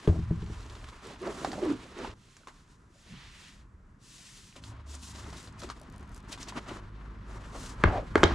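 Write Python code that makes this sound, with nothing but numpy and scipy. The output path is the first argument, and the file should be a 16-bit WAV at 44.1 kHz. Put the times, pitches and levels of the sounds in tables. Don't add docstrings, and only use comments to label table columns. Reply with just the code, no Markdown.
import sys
import numpy as np
from scipy import signal
from scipy.fft import rfft, irfft, next_fast_len
from scipy.io import wavfile

SR = 44100
rng = np.random.default_rng(int(sys.argv[2]) if len(sys.argv) > 2 else 0)


def gain_from_decibels(decibels):
    exponent = np.asarray(decibels, float) / 20
    return 10 ** exponent


def store_wav(level_fs):
    pcm = np.round(np.clip(np.atleast_2d(level_fs), -1, 1) * 32767)
    wavfile.write(sys.argv[1], SR, pcm.T.astype(np.int16))


N = 368141

CUTS_S = [2.14, 4.556]

# pitch_hz [Hz], density_db [dB per Hz]
HISS_SPECTRUM = [(2500, -3), (3800, -0.5), (4800, 0), (6000, 1), (7600, 0.5), (9000, -5.5), (10200, -6),
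                 (11500, -19), (14000, -16.5), (15500, -60)]
WEAVE_SPECTRUM = [(1100, -16), (1800, -1), (2200, -3), (3200, -3), (4200, -6), (7000, -18)]
SCUFF_SPECTRUM = [(450, -15), (750, 1), (1000, 9.5), (1400, 5), (1900, -1), (3000, -10.5), (5000, -49)]
# pitch_hz [Hz], likeness [0 to 1]
RUB_ALIKE = [(200, 0.62), (1000, 0.78), (3000, 0.65), (7000, 0.94), (15000, 0.85)]
# pitch_hz [Hz], width_hz [Hz, sets the decay], level_db [dB]
HOLLOW_MODES = [(191, 22, -31), (276, 71, 8), (369, 94, 4.5), (420, 43, -4.5), (621, 176, 8)]
# hiss_db, weave_db, scuff_db, drag_db [dB]
RESTLESS_DB = [(-72, -62.5, -55, -59), (-81, -87, -70.5, -70.5), (-76, -66.5, -57.5, -59.5)]
# middle_s [s], length_s [s], hiss_db, weave_db, scuff_db [dB]
STROKES = [(-0.01, 0.77, -58.5, -55.5, -57.5), (0.67, 1, -59.5, -59.5, -59), (1.082, 0.23, -58, -54.5, -54),
           (1.21, 0.087, -60.5, -57, -73), (1.273, 0.14, -57.5, -52, -42.5), (1.45, 0.49, -50, -51, -47),
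           (1.678, 0.2, -58, -49.5, -44.5), (1.81, 0.44, -60.5, -56, -56),
           (2.041, 0.23, -57.5, -48.5, -45.5), (2.322, 0.48, -65, -65, -81), (2.577, 0.3, -67, -69, -69),
           (2.72, 0.13, -67.5, -70, -68), (2.82, 0.45, -77.5, -88, -87), (3.04, 0.34, -63, -66, -83),
           (3.204, 0.45, -62.5, -54.5, -63), (3.22, 0.29, -74, -56.5, -61), (3.422, 0.36, -57, -53, -63.5),
           (3.555, 0.24, -67, -64, -73), (4.119, 0.29, -57, -65, -70), (4.265, 0.57, -53, -58, -68),
           (4.455, 0.56, -60, -63, -78), (4.578, 0.094, -59, -59, -71), (4.67, 0.14, -56, -69, -75),
           (4.923, 0.14, -49, -61, -63), (5.049, 0.18, -47, -72, -63), (5.184, 0.18, -53, -54, -55.5),
           (5.281, .2, -54.5, -56.5, -50), (5.415, 0.24, -56, -57.5, -58.5), (5.63, 0.14, -58, -56, -65),
           (5.724, 0.34, -64.5, -62.5, -58.5), (5.966, 0.55, -76, -89, -64), (6.157, 0.12, -62, -71, -62),
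           (6.33, 0.075, -62, -53, -58), (6.421, 0.056, -49, -53, -66), (6.491, 0.055, -59, -44.5, -47),
           (6.532, 0.47, -62, -59, -55), (6.575, 0.06, -52.5, -46.5, -38.5), (6.693, 0.083, -66, -53, -46),
           (6.75, 0.13, -57, -53, -47), (7.336, 0.17, -60, -61.5, -49), (7.458, 0.29, -64, -63, -57.5),
           (7.554, 0.1, -77, -53.5, -46.5), (7.627, 0.27, -46.5, -56, -51), (7.8, 0.4, -66, -63, -51.5),
           (7.876, 0.13, -68, -52, -33.5), (7.947, 0.23, -61.5, -52.5, -41), (8.078, .2, -64, -58, -51.5),
           (8.198, .15, -55, -61, -36.5), (8.301, .2, -57.5, -43, -38.5)]
STROKE_ROUND = 1.46
DRAG_OVER_SCUFF_DB = [5, -7, 0]
# middle_s [s], length_s [s], level_db [dB]
SHIFTS = [(0.127, 0.14, -37), (0.5, 0.21, -52.5), (1.424, 0.66, -43.5), (3.12, 0.22, -62),
          (5.651, 0.15, -48.5), (5.935, 0.33, -54.5), (6.226, 0.23, -64)]
FLUTTER_DB = [1.5, 0.44, 2]
FLUTTER_HZ = 20.6
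PUFF_DB = [-22.5, -25.5, -15.5, -21]
PUFF_T60_S = 0.12
# time_s [s], rate [snaps per s]
CRACKLE_RATE = [(0, 5.8), (.4, 65), (2.1, 69), (2.8, 3.5), (4.5, 2), (4.9, 29), (5.7, 50), (5.8, 10),
                (6.25, 10), (6.3, 50), (6.8, 33), (6.9, 3), (8.35, 6)]

# pitch_hz [Hz], density_db [dB per Hz]
AIR_SPECTRUM = [(25, 8), (50, 2), (100, 0), (200, -4), (300, -9.5), (500, -16.5), (800, -36), (1000, -18.5),
                (1400, -15.5), (2000, -25), (3000, -46), (6000, -57), (10000, -51), (15000, -63)]
# time_s [s], level_db [dB]
AIR_LEVEL = [(0, -57), (2.139, -60.5), (2.141, -58.5), (4.555, -58.5), (4.557, -64), (8.35, -41)]
# pitch_hz [Hz], likeness [0 to 1]
AIR_ALIKE = [(60, 1), (290, 0.94), (640, 0.18), (3000, .2), (15000, .1)]
# time_s [s], deep_db [dB], drum_db [dB]
RUMBLE_LEVEL = [(0.0, -69, -69), (0.24, -31.5, -47), (0.47, -38.5, -41.5), (0.73, -44.5, -85),
                (0.9, -50.5, -73), (1.11, -57, -59.5), (1.3, -50.5, -56), (1.68, -49.5, -48),
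                (1.9, -58, -58), (2.05, -52, -72), (2.135, -43, -59), (2.145, -73, -62), (2.5, -72, -75),
                (2.8, -62, -89), (3.03, -60, -63.5), (3.13, -58, -46.5), (3.24, -57, -62), (3.45, -58, -64),
                (3.75, -52, -63.5), (4.5, -78, -59), (4.75, -46, -68), (5.0, -57, -62), (5.24, -55, -54),
                (5.6, -52, -59), (6.15, -51, -62), (6.6, -64, -59), (7.0, -54, -67), (7.65, -78, -60),
                (7.88, -24.5, -52), (8.06, -44, -56), (8.35, -33, -44)]
RUMBLE_LUMPS_DB, RUMBLE_LUMPS_HZ = 2, 5.7

# start_s [s], ring_db [dB], ring_hz [Hz], crack_db [dB], crack_hz [Hz]
TAPS = [(0.075, -20.5, 606, -30, 2600), (0.307, -35, 594, -65, 2790), (0.42, -39, 953, -41, 3080),
        (0.461, -56, 980, -39.5, 2940), (0.698, -43, 1010, -36.5, 4230), (0.751, -44, 1030, -36, 3180),
        (0.842, -38.5, 1670, -34.5, 2510), (0.887, -43, 1180, -36, 3700), (1.229, -34.5, 660, -39, 2600),
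        (1.447, -17.5, 757, -25.5, 4030), (1.517, -32, 1880, -28.5, 4080), (1.531, -26, 770, -31, 3030),
        (2.047, -26.5, 880, -36, 2600), (2.367, -45, 1620, -40, 6200), (2.434, -45, 1410, -58, 2560),
        (2.472, -32, 1060, -34, 2150), (2.483, -36, 1310, -40, 2750), (4.562, -46.5, 570, -32, 2770),
        (4.638, -43, 1510, -31.5, 3480), (4.951, -57, 980, -32.5, 7060), (5.264, -45, 1020, -46, 3080),
        (5.327, -39, 690, -37, 3750), (5.369, -60, 1220, -36, 3980), (5.474, -43, 1360, -39, 3570),
        (5.524, -54, 1330, -48, 6000), (5.618, -35, 1310, -32.5, 3950), (5.634, -35, 1280, -33, 4070),
        (5.69, -36, 1240, -36, 4480), (5.7, -24.5, 1180, -28, 4330), (6.327, -41, 1020, -24.5, 3500),
        (6.376, -35, 1020, -38, 3240), (6.429, -46, 1070, -27.5, 5440), (6.485, -39, 940, -24, 3800),
        (6.523, -29.5, 1000, -54, 4130), (6.685, -37, 610, -35, 3144), (8.178, -22, 880, -31, 3270)]
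TAP_CYCLES = 20
ROOM_T60_S, WALL_HZ, ROOM_DB = 0.24, 3500, -11

# start_s [s], level_db [dB], contact_ms [ms at half height], slab_db [dB over level]
THUDS = [(0.077, -6.5, 0.84, -2.5), (0.161, -18, 2.1, -8), (0.189, -14, 1.96, -11), (0.3097, -9, 1.84, -26),
         (0.426, -22, 1.56, -12), (0.499, -27.5, 1.4, -2)]
# pitch_hz [Hz], level_db [dB], t60_s [s]
FLOOR_MODES = [(165.6, 1.5, 0.17), (102, -16.5, 1), (218.6, -4, 0.097), (327, -3.5, 0.14),
               (413, 6.5, 0.055), (594, -13.5, 0.23)]
SLAB_MODES = [(85, 0.0072, 0.15)]
SLAB_LATE_S = 0.0145

# middle_s [s], length_s [s], pitch_hz [Hz], level_db [dB]
MOAN_TUGS = [(1.083, .12, 400, -47), (1.275, 0.169, 370, -34), (1.498, .2, 315, -43.5),
             (1.641, .1, 370, -29.5), (1.711, .14, 298, -28.5), (1.914, 0.074, 374, -52),
             (2.003, 0.1, 380, -38.5), (2.078, 0.08, 376, -47)]

# time_s [s], level_db [dB]
DRONE_LEVEL = [(4.56, -62), (4.7, -57), (5.7, -60), (6.27, -58), (6.4, -55), (6.85, -48.5), (7.1, -42),
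               (7.78, -46)]
# multiple [times the lowest tone], level_db [dB]
OVERTONES = [(2, -55), (3, -62.5), (4, -63.5), (5, -65.5), (6, -71), (7, -69.5)]
MOTOR_HZ, MOTOR_WAVER = 51.14, 0.0079
# time_s [s], pitch_hz [Hz], level_db [dB]
GROAN = [(4.6, 70.6, -53), (4.934, 71, -42), (5.062, 71.9, -50), (5.304, 69.7, -45), (5.454, 60.8, -67),
         (5.486, 63, -50), (5.788, 70.2, -54), (6.044, 69, -46), (6.2, 72.1, -77)]

# middle_s [s], level_db [dB], length_s [s, spread of the bell], dull_db [dB over level]
RASPS = [(5.113, -49.5, 0.011, -16), (5.18, -55, 0.012, -8), (5.377, -52, 0.011, -16),
         (5.601, -47.5, 0.0066, -20), (6.297, -53, 0.0095, -2), (6.327, -41, 0.0069, -18),
         (6.4916, -45, 0.0078, -16), (6.582, -64, 0.0088, 4), (6.689, -53, 0.009, 1)]
# middle_s [s], length_s [s], level_db [dB]
CREEPS = [(5.44, 0.13, -44), (5.81, 0.093, -45.5), (5.954, 0.19, -45), (6.085, 0.072, -54),
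          (6.157, 0.17, -43), (6.24, 0.09, -57)]
TICKS_PER_S, TICK_UNEVEN, TICK_SPREAD_DB = 45, .35, 3.0
TICK_LOW_HZ, TICK_HIGH_HZ, TICK_T60_S = 4100, 10000, 0.01

# start_s [s], level_db [dB], then floor_db, body_db, rattle_db [dB over level]
KNOCKS = [(7.838, -1, -8, -8.5, -17.5), (8.1555, -5, -18, -2.5, -9.5), (8.2324, 0, -13.5, -6, -7.5),
          (8.238, -19, -34, 10.5, 18.5)]
# pitch_hz [Hz], level_db [dB], t60_s [s]
BODY_MODES = [(320, -3.5, 0.049), (424, -2, 0.053), (620, -10, 0.02)]
PANEL_MODES = [(880, -6, 0.016), (1020, -2.5, 0.016), (1255, 7, 0.007), (1486, -7, 0.037),
               (1610, -5.5, 0.025), (2140, -6, 0.016), (2490, -8, 0.0077)]
LID_MODES = [(3150, 4, 0.015), (3780, -4.5, 0.021), (4170, -11.5, 0.04), (4700, -7, 0.02),
             (5500, -2, 0.006), (6330, -10.5, 0.026), (7130, -1, 0.0054)]
# pitch_hz [Hz], density_db [dB per Hz]
SHUDDER_SPECTRUM = [(150, -7), (300, 8), (1000, -0.5), (1800, -6), (3000, -17.5), (6000, -33)]
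# time_s [s], level_db [dB]
SLIDE_LEVEL = [(7.88, -47), (7.915, -36), (7.96, -27.5), (8.0, -33), (8.012, -53), (8.04, -34)]

# time_s [s], left_minus_right_db [dB]
LEAN = [(0.0, 1.5), (1.37, -0.5), (2.46, -0.5), (2.83, 2), (3.16, 0), (4.04, 2.5), (4.6, 1.5), (6.0, 3),
        (6.6, 1.5), (7.02, 3.5), (8.35, 0.5)]
# pitch_hz [Hz], left_minus_right_db [dB]
MIC_TILT = [(60, 0.0), (180, -0.5), (550, -1), (1650, -0.5), (4970, -1.5), (15000, 2)]


def rms_one(x):
    return x / np.sqrt(np.mean(x ** 2) + 1e-20)


def in_time(rows):
    s, *columns = np.transpose(rows)
    return [np.interp(np.arange(N) / SR, s, c) for c in columns]


def while_on(rows):
    t = np.arange(N) / SR
    return np.clip(np.minimum(t - rows[0][0], rows[-1][0] - t) * 100, 0, 1)


def at_hz(points, hz):
    return np.interp(np.log(hz), np.log(np.array(points)[:, 0]), np.array(points)[:, 1])


def drift(rate):
    r = np.exp(-80 * np.pi * rate / SR)
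    noise = rng.standard_normal(N // 40 + 2002)
    slow = signal.lfilter([1], [1, -2 * r, r * r], noise)[2000:]
    return np.interp(np.arange(N) / 40, np.arange(len(slow)), rms_one(slow - slow.mean()))


def ring(clicks, hz, t60):
    r, w = gain_from_decibels(-60 / (t60 * SR)), 2 * np.pi * hz / SR
    return signal.lfilter([0, np.sin(w)], [1, -2 * r * np.cos(w), r * r], clicks + 1e-18)


def dying(clicks, t60):
    return signal.lfilter([1], [1, -gain_from_decibels(-60 / (t60 * SR))], clicks)


def grains(per_s, spread_db):
    sizes = gain_from_decibels(spread_db * np.minimum(rng.exponential(1, N), 5))
    return rng.standard_normal(N) * (1 + sizes * (rng.random(N) < per_s / SR))


def banded(source, spectrum, alike, patchy_db):
    size = next_fast_len(N)
    hz = np.maximum(np.arange(size // 2 + 1) * SR / size, 1)
    likeness = np.clip(at_hz(alike, hz), 0, 1)
    mid, side = rfft([source, rng.standard_normal(N) * np.std(source)], size)
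    inside = (hz > spectrum[0][0]) & (hz < spectrum[-1][0])
    pair = np.sqrt(1 + likeness) * mid + np.sqrt(1 - likeness) * side * np.array([[1], [-1]])
    pair = inside * gain_from_decibels(at_hz(spectrum, hz)) * pair
    together = drift(14.0)
    octave = np.log2(hz / spectrum[0][0])
    out = 0
    for k in range(int(np.log2(spectrum[-1][0] / spectrum[0][0])) + 2):
        share = np.clip(1 - np.abs(octave - k), 0, 1)
        flicker = gain_from_decibels(patchy_db * (together + .5 * drift(9.0)))
        out = out + flicker * irfft(share * pair, size)[:, :N]
    return rms_one(out)


def narrow(hz, width):
    turn = 2 * np.pi * np.cumsum(hz) / SR
    return rms_one(drift(width) * np.cos(turn) + drift(width) * np.sin(turn))


def strike(times, dbs, modes, scatter_db, flip=-1):
    at, out = np.round(np.array(times) * SR).astype(int), np.zeros(N)
    scatter = scatter_db * rng.standard_normal((len(at), len(modes)))
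    for k, (hz, db, t60) in enumerate(modes):
        clicks = np.zeros(N)
        clicks[at] = gain_from_decibels(np.array(dbs) + db + scatter[:, k]) * flip ** k
        out += ring(clicks, hz, t60)
    return out


def soft(x, ms):
    push = np.hanning(int(ms * SR / 500) + 3)
    return signal.fftconvolve(x, push / push.sum())[:N]


def stretch(s):
    return np.searchsorted(CUTS_S, s)


def arch(middle, length):
    t = np.arange(N) / SR
    swell = np.cos(np.pi * np.clip((t - middle) / length, -.5, .5)) ** STROKE_ROUND
    return swell * (stretch(t) == stretch(middle))


def rub_levels():
    now = stretch(np.arange(N) / SR)
    power = gain_from_decibels(np.transpose(RESTLESS_DB))[:, now] ** 2
    for s, length, hiss_db, weave_db, scuff_db in STROKES:
        dbs = [hiss_db, weave_db, scuff_db, scuff_db + DRAG_OVER_SCUFF_DB[stretch(s)]]
        i, j = max(int((s - length / 2) * SR), 0), int((s + length / 2) * SR)
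        power[:, i:j] += (gain_from_decibels(np.array(dbs))[:, None] * arch(s, length)[i:j]) ** 2
    power[3] += sum((gain_from_decibels(db) * arch(s, length)) ** 2 for s, length, db in SHIFTS)
    jolts = np.zeros((4, N))
    for s, ring_db, ring_hz, crack_db, crack_hz in TAPS:
        jolts[:, round(s * SR)] = gain_from_decibels(np.array([crack_db, crack_db, ring_db, ring_db]) + PUFF_DB)
    puffs = dying(jolts + 1e-18, PUFF_T60_S)
    flutter = gain_from_decibels(np.array(FLUTTER_DB)[now] * drift(FLUTTER_HZ))
    return np.sqrt(power + puffs ** 2) * flutter


def crackle():
    sizes = gain_from_decibels(6.54 * np.minimum(rng.exponential(1, N), 3))
    snaps = (rng.random(N) < in_time(CRACKLE_RATE)[0] / SR) * sizes
    pitches, dealt = np.geomspace(2500, 9000, 8), rng.integers(0, 8, N)
    out = sum(ring(snaps * (dealt == k), hz, 11.3 / hz) for k, hz in enumerate(pitches))
    return signal.sosfilt(signal.butter(2, 9500, fs=SR, output="sos"), out)


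def hollow_drag():
    slips, out = grains(200.0, 3.5), 0
    for hz, width, db in HOLLOW_MODES:
        out = out + gain_from_decibels(db + 5.54 * drift(22.6)) * rms_one(ring(slips, hz, 1.7 / width))
    return rms_one(signal.sosfilt(signal.butter(2, [150, 800], "band", fs=SR, output="sos"), out))


def rubbing():
    fine, coarse, dull, pull = rub_levels()
    hiss = fine * banded(grains(200.0, 3.5), HISS_SPECTRUM, RUB_ALIKE, patchy_db=.7)
    weave = coarse * banded(grains(200.0, 3.5), WEAVE_SPECTRUM, RUB_ALIKE, patchy_db=.8)
    scuff = dull * banded(grains(150.0, 3.5), SCUFF_SPECTRUM, RUB_ALIKE, patchy_db=.8)
    snaps = gain_from_decibels(2) * np.sqrt(fine * coarse) * crackle()
    return hiss + weave + scuff + snaps, pull * hollow_drag()


def air():
    noise = rng.standard_normal(N)
    return gain_from_decibels(in_time(AIR_LEVEL)[0]) * banded(noise, AIR_SPECTRUM, AIR_ALIKE, patchy_db=-1.0)


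def rumble():
    deep_db, drum_db = in_time(RUMBLE_LEVEL)
    deep_spectrum = [(18, -16), (32, 0.5), (60, 4.5), (90, -5.0), (120, 0.0)]   # Hz, dB per Hz
    drum_spectrum = [(85, -21), (110, -1), (170, -5), (210, -2.0), (280, -27.0)]
    deep = banded(rng.standard_normal(N), deep_spectrum, AIR_ALIKE, patchy_db=0.0)
    drum = banded(rng.standard_normal(N), drum_spectrum, AIR_ALIKE, patchy_db=0.5)
    deep = gain_from_decibels(deep_db + RUMBLE_LUMPS_DB * drift(RUMBLE_LUMPS_HZ)) * deep
    return deep + gain_from_decibels(drum_db + RUMBLE_LUMPS_DB * drift(RUMBLE_LUMPS_HZ)) * drum


def taps():
    out, t = np.zeros(N + 4000), np.arange(4000) / SR
    for s, ring_db, ring_hz, crack_db, crack_hz in TAPS:
        tone = np.sin(2 * np.pi * ring_hz * t) + 0.19 * np.sin(2 * np.pi * 1.8 * ring_hz * t)
        fade = gain_from_decibels(ring_db - 60 * t * ring_hz / TAP_CYCLES) * (1 - np.exp(-t / 0.00015))
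        band = signal.butter(2, [crack_hz / 1.25, min(crack_hz * 1.39, 9500)], "band", fs=SR)
        crack = signal.lfilter(*band, np.sign(rng.standard_normal(4000)) * gain_from_decibels(-60 * t / 0.026))
        i = round(s * SR)
        out[i:i + 4000] += fade * tone + gain_from_decibels(crack_db) * crack
    return signal.sosfilt(signal.butter(3, 9000, fs=SR, output="sos"), out[:N])


def room(x):
    size = next_fast_len(N + SR)
    spectrum, hz = rfft(x, size), np.arange(size // 2 + 1) * SR / size
    out = np.zeros((2, len(hz)), complex)
    for k, lag in enumerate(rng.uniform(0.0055, .03, 16)):
        loop = gain_from_decibels(-60 * lag / ROOM_T60_S) / (1 + 1j * hz / WALL_HZ) * np.exp(-2j * np.pi * hz * lag)
        out[k % 2] += loop / (1 - loop) * (-1) ** (k // 2)
    thin = (hz / (hz + 500)) ** 2
    return irfft(out * spectrum * thin, size)[:, :N]


def slab(times, dbs):
    return -soft(strike(np.array(times) + SLAB_LATE_S, dbs, SLAB_MODES, 0.65), ms=0.34)


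def bottle():
    tiles = 0
    for s, db, contact_ms, slab_db in THUDS:
        tiles = tiles + soft(strike([s], [db - 8.5], FLOOR_MODES, 0.75, flip=0.97), contact_ms)
    s, db, contact_ms, slab_db = np.transpose(THUDS)
    return slab(s, db + slab_db) - tiles


def moan():
    tugs = np.array([(gain_from_decibels(db) * arch(s, length)) ** 2 + 1e-12 for s, length, hz, db in MOAN_TUGS])
    power = tugs.sum(axis=0)
    hz = np.array(MOAN_TUGS)[:, 2] @ tugs / power
    voice = narrow(hz, width=49.0) + 0.23 * narrow(1.4 * hz, width=60.0) + 0.039 * narrow(1.1 * hz, width=99.0)
    return np.sqrt(power) * voice


def motor():
    turn = 2 * np.pi * np.cumsum(MOTOR_HZ * (1 + MOTOR_WAVER * drift(3.1))) / SR
    drone = gain_from_decibels(in_time(DRONE_LEVEL)[0]) * np.sin(turn)
    for multiple, db in OVERTONES:
        drone = drone + gain_from_decibels(db + 4.0 * drift(4.0)) * np.sin(multiple * turn + multiple)
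    low_hz, low_db = in_time(GROAN)
    groan = gain_from_decibels(low_db) * while_on(GROAN) * np.sin(2 * np.pi * np.cumsum(low_hz) / SR)
    return np.sqrt(2) * ((np.arange(N) > CUTS_S[1] * SR) * drone + groan)


def rasps():
    t, bright, dull = np.arange(N) / SR, 0, 0
    for s, db, length, dull_db in RASPS:
        bell = gain_from_decibels(db) * np.exp(-.5 * ((t - s) / length) ** 2)
        bright = bright + bell
        dull = dull + gain_from_decibels(dull_db) * bell
    bright_noise = banded(grains(600.0, 3.0), WEAVE_SPECTRUM[:4] + HISS_SPECTRUM[2:], RUB_ALIKE, 0)
    dull_noise = banded(grains(400.0, 3.0), SCUFF_SPECTRUM, RUB_ALIKE, 0)
    return bright * bright_noise + dull * dull_noise


def ticks():
    count = np.floor(np.cumsum(TICKS_PER_S * np.exp(TICK_UNEVEN * drift(30.0))) / SR)
    slips = np.diff(count, prepend=0) * gain_from_decibels(TICK_SPREAD_DB * rng.standard_normal(N))
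    slips = slips * sum(gain_from_decibels(db) * arch(s, length) for s, length, db in CREEPS)
    bursts = dying(slips + 1e-18, TICK_T60_S) * rng.standard_normal(N)
    return signal.sosfilt(signal.butter(2, [TICK_LOW_HZ, TICK_HIGH_HZ], "band", fs=SR, output="sos"), bursts)


def box_slide():
    hz = in_time([(7.9, 808), (8.0, 661)])[0]
    scrape = narrow(hz, width=94.0) + 0.74 * narrow(.76 * hz, width=140.0) + 0.2 * narrow(0.4 * hz, width=43.0)
    return gain_from_decibels(in_time(SLIDE_LEVEL)[0]) * while_on(SLIDE_LEVEL) * rms_one(scrape)


def box():
    s, db, floor_db, body_db, lid_db = np.transpose(KNOCKS)
    scatter_db = 1.5
    wood = strike(s, db - 5.5, PANEL_MODES, scatter_db) + strike(s, db + body_db, BODY_MODES, scatter_db)
    wood = wood + strike(s, db + lid_db - 14.5, LID_MODES, scatter_db)
    wood = signal.sosfilt(signal.butter(3, 8000, fs=SR, output="sos"), wood)
    blows = np.zeros(N)
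    blows[np.round(s * SR).astype(int)] = gain_from_decibels(db - 21.5)
    shudder = dying(blows, .22) * banded(grains(240.0, 1.1), SHUDDER_SPECTRUM, RUB_ALIKE, 0)
    tiles = soft(strike(s, db + floor_db - 10.5, FLOOR_MODES, scatter_db, flip=1), ms=0.76)
    return wood + shudder - tiles + slab(s, db + floor_db) + box_slide()


def scene():
    cloth, drag = rubbing()
    hits = bottle() + box() + taps() + drag + moan()
    lean = gain_from_decibels(in_time(LEAN)[0] * np.array([[.5], [-.5]]))
    near = lean * (hits + cloth + rasps() + ticks())
    far = air() + rumble() + motor()
    return near + gain_from_decibels(ROOM_DB) * room(np.mean(hits, axis=0)) + far


def band_limit(x):
    return signal.sosfilt(signal.butter(12, 15590, fs=SR, output="sos"), x)


def record(dry):
    hz = np.arange(N // 2 + 1) * SR / N + 1
    late_s = 2.2e-5 / (1 + (hz / 6000) ** 2)
    tilt = gain_from_decibels(at_hz(MIC_TILT, hz) * np.array([[.5], [-.5]]))
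    ports = tilt * np.exp(-2j * np.pi * hz * late_s * np.array([[1], [0]]))
    heard = irfft(rfft(dry) * ports, N)
    dull = signal.sosfilt(signal.butter(2, 13000, fs=SR, output="sos"), heard)
    mix = 1.143 * np.tanh(dull / 1.424)
    return band_limit(mix)


dry = scene()
out = record(dry)
store_wav(out)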